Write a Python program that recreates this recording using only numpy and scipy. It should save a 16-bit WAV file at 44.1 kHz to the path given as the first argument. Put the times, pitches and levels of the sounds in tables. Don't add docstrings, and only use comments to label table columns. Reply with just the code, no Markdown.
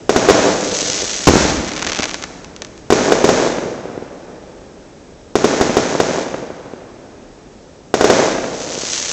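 import sys
import numpy as np
from scipy import signal
from scipy.io import wavfile

SR = 44100
rng = np.random.default_rng(int(sys.argv[2]) if len(sys.argv) > 2 else 0)


def gain_from_decibels(decibels):
    exponent = np.asarray(decibels, float) / 20
    return 10 ** exponent


def master(y):
    cut = np.clip(np.atleast_2d(y).T, -1, 1)
    pcm = np.round(cut * 32767)
    wavfile.write(sys.argv[1], SR, pcm.astype(np.int16))


N = 402191


def at_hz(points, hz):
    points_hz, points_db = np.transpose(points)
    return np.interp(np.log(hz), np.log(points_hz), points_db)


def filtered(x, kind, hz, order=2):
    return signal.sosfilt(signal.butter(order, hz, kind, fs=SR, output="sos"), x)


def bands(sources):
    edges_hz = 20 * 2 ** np.arange(0, 9.1, 0.5)
    split = []
    for k, (low, high) in enumerate(zip(edges_hz, edges_hz[1:])):
        split.append((np.sqrt(low * high), filtered(sources[k % 2], "band", [low, high])))
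    return split


def spikes(shape, spread_db):
    size_db = spread_db * np.minimum(rng.exponential(1, shape), 5)
    grains = gain_from_decibels(size_db) * rng.choice([-1, 1], shape)
    return grains / np.sqrt(np.mean(grains ** 2))


# f/Hz, density/dB per Hz
NIGHT_SPECTRUM = [(12, -35), (20, -18), (44, -9.5), (102, -13.5), (279, -10.5), (309, -2), (333, -25.5),
                  (397, -8), (428, -9), (932, -26), (3530, -34.5), (6290, -31.5), (8080, -20), (10500, -54),
                  (17800, -120)]
NIGHT_DB = -43 + 2.0
EARLIER_RUMBLE_DB, EARLIER_FALL_DB_S = -2, 3.5


def night():
    sources = rng.standard_normal((2, N))
    noise = sum(gain_from_decibels(at_hz(NIGHT_SPECTRUM, hz)) * band for hz, band in bands(sources))
    earlier = gain_from_decibels(EARLIER_RUMBLE_DB - EARLIER_FALL_DB_S * np.arange(N) / SR)
    return gain_from_decibels(NIGHT_DB) * (1 + earlier) * noise / np.std(noise)


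def blasts(rows, thump_db, slower, crack_db, far=False):
    out = np.zeros(N)
    t = np.arange(int(0.06 * SR)) / SR
    for s, blast_db, hz, cycles, shore_db in rows:
        swing = np.cos(2 * np.pi * hz * t - 0.2) * np.exp(-t * hz / cycles)
        thump_hz = slower * hz
        thump = np.sin(2 * np.pi * thump_hz * t) * np.exp(-1.2 * thump_hz * t)
        front = np.cos(2 * np.pi * 2600 * t) * np.exp(-t / 0.000087)
        wave = swing + gain_from_decibels(thump_db) * thump + gain_from_decibels(crack_db) * front
        start = round(s * SR)
        out[start:start + len(t)] += gain_from_decibels(blast_db + far * shore_db) * wave[:N - start]
    return out


def mirrors(echoes):
    response = np.zeros(int(2.6 * SR))
    click = np.eye(1, 600)[0]
    for delay_s, level_db, sign, dull_hz in echoes:
        start = round(delay_s * SR)
        response[start:start + len(click)] += sign * gain_from_decibels(level_db) * filtered(click, "low", dull_hz)
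    return response


# f/Hz, level/dB
SCATTER_COLOUR = [(40, 12.5), (85, 0), (160, -1.5), (260, 2), (400, -3), (700, -1.7), (1100, -2), (1800, 2),
                  (3200, -2), (7000, 3)]
# level/dB, tilt above 1 kHz/dB per octave, fall/dB per s, extra fall/dB per s per kHz
RIPPLES = (-37, 1.5, 793, -23.5)
BANKS = (-46, 0.5, 49.5, 1.5)
HILLS = (-52.5, -4.5, 15, 0)
ARRIVE_S, BANKS_LAST_S = 0.014, 0.15
LUMP_S, LUMP_DB, LUMP_BELOW_HZ = 0.009, 2.0, 900
RIDGE_S, RIDGE_WIDTH_S, RIDGE_DB = 1.136, 0.08, 0


def crowd(reflectors, hz, since_s):
    level_db, tilt_db, fall_db_s, faster_db_s = reflectors
    start_db = level_db + tilt_db * np.log2(max(hz / 1000, 1))
    return gain_from_decibels(start_db - (fall_db_s + faster_db_s * hz / 1000) * since_s)


def scatter(grain_db):
    t = np.arange(int(2.6 * SR)) / SR
    arrived = (1 - np.exp(-t / ARRIVE_S)) ** 2
    knots_s = np.arange(0, 2.7, LUMP_S)
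    lumps = gain_from_decibels(np.interp(t, knots_s, LUMP_DB * rng.standard_normal(len(knots_s))))
    ridge = gain_from_decibels(RIDGE_DB * np.exp(-((t - RIDGE_S) / RIDGE_WIDTH_S) ** 2))
    out = np.zeros(len(t))
    for hz, band in bands(ridge * spikes((2, len(t)), grain_db)):
        ripples = crowd(RIPPLES, hz, t)
        banks = crowd(BANKS, hz, np.maximum(t - BANKS_LAST_S, 0))
        hills = crowd(HILLS, hz, t)
        level = np.sqrt(ripples ** 2 + arrived ** 2 * (banks ** 2 + hills ** 2))
        if hz < LUMP_BELOW_HZ:
            level = level * lumps
        out += gain_from_decibels(at_hz(SCATTER_COLOUR, hz)) * level * band
    return out


def outdoors(x, echoes, scatter_db, grain_db):
    response = gain_from_decibels(scatter_db) * scatter(grain_db) + mirrors(echoes)
    response[0] += 1
    return signal.fftconvolve(x, response)[:N]


# t/s, blast level/dB, swing f/Hz, ringing/cycles, level towards far shore/dB
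BURSTS = [(.0939, 12, 449, 0.6, -10), (.1620, 13, 414, 0.32, -6), (.2869, 11.5, 455, 1, -6),
          (.2972, 14.5, 485, 0.57, -19), (.3066, 11.5, 375, 0.44, -40), (2.9034, 11.5, 431, 0.32, -8),
          (2.9240, 13.5, 398, 0.61, -29), (3.1210, 11, 487, 0.96, -6), (3.2427, 13.5, 381, 0.51, -6.5),
          (3.2903, 11, 446, 0.62, -11.5), (5.3549, 10.5, 397, 0.51, -0.5), (5.4438, 12, 392, 0.54, -2.5),
          (5.6116, 11, 435, 0.31, -4), (5.7688, 11.5, 408, 0.47, -4.5), (6.0016, 11, 455, 0.52, -4.5),
          (7.9406, 10.5, 474, 0.53, -23), (8.0100, 11, 486, 0.48, -4), (8.0431, 13, 436, 0.66, -7),
          (8.1004, 14, 475, 0.57, -7.5)]
# delay t/s, level/dB, sign, dulled above f/Hz
ECHOES = [(.0027, -8, 1, 7500), (.0120, -11, 1, 1000), (.0217, -22, -1, 1200), (.0337, -19, 1, 6000),
          (.0526, -24, -1, 1200), (.0652, -23, 1, 1200), (.0855, -16, -1, 1500), (.0925, -17, 1, 1500),
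          (.1334, -22, 1, 1200), (.1457, -18, -1, 1200), (.1576, -15, 1, 1500), (.1829, -14, 1, 1500),
          (.2640, -25, 1, 1000), (.7340, -20, -1, 420), (.7345, -32, -1, 2200), (1.05, -38, 1, 500),
          (1.3750, -37, 1, 600)]
# delay t/s, level/dB, signed gain, dulled above f/Hz
FAR_SHORE = [
    (.3400, -10.5, 0.74, 1460),
    (.3428, -16, -1.6, 2030),
    (.4270, -47, 0.81, 1190),
    (.5010, -19.5, 0.57, 900),
    (.6570, -13.5, 0.86, 350),
]


def low_shells():
    near = blasts(BURSTS, thump_db=-27.5, slower=0.72, crack_db=-13.0)
    shore = blasts(BURSTS, thump_db=-42, slower=0.6, crack_db=-3.0, far=True)
    returned = signal.fftconvolve(shore, mirrors(FAR_SHORE))[:N]
    return outdoors(near, ECHOES, scatter_db=3.5, grain_db=7.5) + returned


CATCH_DB_S, SAG_DB_S, DIE_DB_S = 32, 12, 83


def burn(rows):
    t = np.arange(N) / SR
    level = np.zeros(N)
    for alight_s, spent_s, level_db in rows:
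        catching_db = CATCH_DB_S * np.maximum(alight_s - t, 0)
        sagging_db = SAG_DB_S * np.maximum(t - alight_s, 0)
        dying_db = DIE_DB_S * np.maximum(t - spent_s, 0)
        level += gain_from_decibels(level_db - catching_db - sagging_db - dying_db) * (t > alight_s - 0.6)
    return level


def snap(clicks, hz, cycles):
    t = np.arange(int(0.002 * SR)) / SR
    return signal.fftconvolve(clicks, np.cos(2 * np.pi * hz * t) * np.exp(-t * hz / cycles))[:N]


def small_snaps(sharp, full):
    return snap(filtered(sharp, "high", 3100), hz=6300, cycles=0.2) + snap(full, hz=1900, cycles=0.27)


def fizz(rows, per_s, body_db, clump):
    struck = rng.random(N) < per_s * clump / SR
    sharp = struck * spikes(N, spread_db=3.5) * burn(rows) * gain_from_decibels(-1.5) * np.sqrt(SR / per_s)
    return small_snaps(sharp, sharp * gain_from_decibels(body_db) * rng.choice([-1, 1], N))


# fully alight t/s, burnt out t/s, level/dB
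GLITTER = [
    (.85, 1.5, -16.5),
    (8.95, 9.5, -17.5),
]
GLITTER_PER_S, GLITTER_BODY_DB = 2900, -14.5
FLASH_PER_S, FLASH_DB, FLASH_BODY_DB = 50, -8, -13


def glitter(clump):
    struck = rng.random(N) < FLASH_PER_S / SR
    flashes = struck * burn(GLITTER) * gain_from_decibels(FLASH_DB - 7.4 * rng.random(N))
    lesser = small_snaps(flashes, flashes * gain_from_decibels(FLASH_BODY_DB))
    return fizz(GLITTER, GLITTER_PER_S, GLITTER_BODY_DB, clump) + lesser


# t/s, peak level/dB, body level/dB
FLASHES = [(0.7983, -9, -19), (0.8084, -9, -21), (0.8317, -8, -14), (0.8617, -8, -14), (0.8722, -7, -16),
           (0.9004, -7, -20), (0.9243, -6, -13), (0.9793, -7, -15), (1.095, -9, -9), (1.1502, -8, -18),
           (1.2402, -9, -9), (1.2559, -10, -13), (8.6169, -12, -10), (8.6472, -14, -14), (8.704, -14, -14),
           (8.7528, -12, -17), (8.8204, -8, -18), (8.9409, -5, -19), (8.9872, -7, -16), (8.9994, -9, -21),
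           (9.0484, -6, -18), (9.0584, -8, -16), (9.1006, -7, -19), (9.1144, -8, -10)]
# t/s, peak level/dB, body level/dB
CRACKS = [(1.4939, -11, -5), (1.4984, -6, -9), (1.503, -7, -8), (1.57, -9, -9), (1.6472, -11, -6),
          (1.6792, -13, -9), (1.6854, -8, -13), (1.6918, -11, -5), (1.7179, -10, -2), (1.7354, -10, -14),
          (1.7642, -10, -1), (1.8178, -11, -7), (1.8242, -6, -1), (1.847, -6, -7), (1.8668, -5, -1),
          (1.8714, -7, 1), (1.8897, -7, -9), (1.8985, -7, 4), (1.9194, -6, 9), (1.9321, -5, -4),
          (1.9484, -8, -1), (1.9648, -9, -8), (1.973, -9, -3), (1.9897, -3, -2), (1.9975, -10, 3),
          (2.0061, -5, -5), (2.023, -8, 1), (2.0316, -4, -1), (2.041, -3, -2), (2.0554, -6, 0)]
# t/s, peak level/dB, body level/dB
STRAGGLERS = [(2.0813, -27, 1), (2.0911, -19, -3), (2.109, -19, -3), (2.1359, -12, -10), (2.1437, -5, -1),
              (2.1546, -17, -6), (2.2192, -19, -8), (2.225, -11, -3), (2.2386, -7, -2), (2.4456, -17, -5),
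              (2.564, -14, -11), (2.6203, -8, -5), (2.6484, -12, -9), (2.6687, -25, -12),
              (2.7781, -23, -10), (2.799, -39, -7)]
WATER_LAG_S = (.0012, .0024)   # shortest, longest t/s
WATER_DB = -5


def star_cracks():
    peaks, bodies = np.zeros((2, N))
    s, peak_db, body_db = np.transpose(FLASHES + CRACKS + STRAGGLERS)
    direct = (0, 0)
    off_water = (rng.uniform(*WATER_LAG_S, len(s)), WATER_DB - 8 * rng.random(len(s)))
    for lag_s, loss_db in (direct, off_water):
        at = ((s + lag_s) * SR).astype(int)
        peaks[at] = gain_from_decibels(peak_db + loss_db + 3.5)
        bodies[at] = gain_from_decibels(peak_db + loss_db + np.minimum(body_db, 1) + 0.5)
    fading = signal.lfilter([1], [1, -np.exp(-1 / (0.004 * SR))], bodies)
    tearing = gain_from_decibels(-5.0) * filtered(fading * spikes(N, spread_db=2.0), "band", [500, 2800])
    return snap(peaks, hz=3900, cycles=0.18) + snap(bodies, hz=1700, cycles=0.12) + tearing


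# fully alight t/s, burnt out t/s, level/dB
SPUTTER = [
    (1.85, 2.06, -29.5),
]
SPUTTER_PER_S, SPUTTER_BODY_DB = 320, -0.5


def stars():
    clump = gain_from_decibels(1.5 * np.repeat(rng.standard_normal(N // 256 + 1), 256)[:N])
    sputter = fizz(SPUTTER, SPUTTER_PER_S, SPUTTER_BODY_DB, clump)
    burning = glitter(clump) + star_cracks() + sputter
    echoes = [(0.0028, -30, 0.64, 6950), (0.0034, -13, 0.6, 6850), (0.0130, -18, 0.85, 4800)]
    return outdoors(burning, echoes, scatter_db=-8.5, grain_db=2.0)


# t/s, blast level/dB, swing f/Hz, ringing/cycles, level towards far shore/dB
BIG_BURST = [
    (1.2717, 21.5, 292, 0.19, .1),
]
# delay t/s, level/dB, signed gain, dulled above f/Hz
BIG_ECHOES = [(.0065, -2, 0.86, 4860), (0.0139, 7.5, 0.87, 1730), (0.016, -1, 0.71, 1260),
              (0.0241, -7.5, 1, 897), (0.0363, -17.5, 1, 836), (0.065, -11.5, 1, 900), (0.0845, -3, 1, 610),
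              (0.096, -10.5, -1, 398), (0.137, -15.5, 1, 400), (.1800, -11, 0.94, 298),
              (0.272, -22, 1, 300), (0.336, -13, 0.51, 252), (0.7245, -20, -1.13, 420)]


def big_shell():
    blast = blasts(BIG_BURST, thump_db=-20, slower=0.28, crack_db=-7.0)
    return outdoors(blast, BIG_ECHOES, scatter_db=0.5, grain_db=1.5)


def scene():
    heard = filtered(low_shells() + stars() + big_shell(), "high", 130)
    port = signal.lfilter(*signal.iirpeak(6500, 4.5, fs=SR), heard)
    return (heard + gain_from_decibels(0.5) * port + night())[None]


def top_cut(x):
    return signal.sosfilt(signal.butter(12, 17000, fs=SR, output="sos"), x)


ROLL_OFF_HZ, CUTOFF_HZ = 6670, 8120


def record(dry):
    soft = filtered(np.clip(dry, -1.8, 1.8), "low", ROLL_OFF_HZ, order=4)
    steep = signal.firwin(201, CUTOFF_HZ, window=("kaiser", 7), fs=SR)
    cut = signal.fftconvolve(soft, steep[None], "same")
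    return top_cut(np.clip(cut, -1, 1))


dry = scene()
out = record(dry)
master(out)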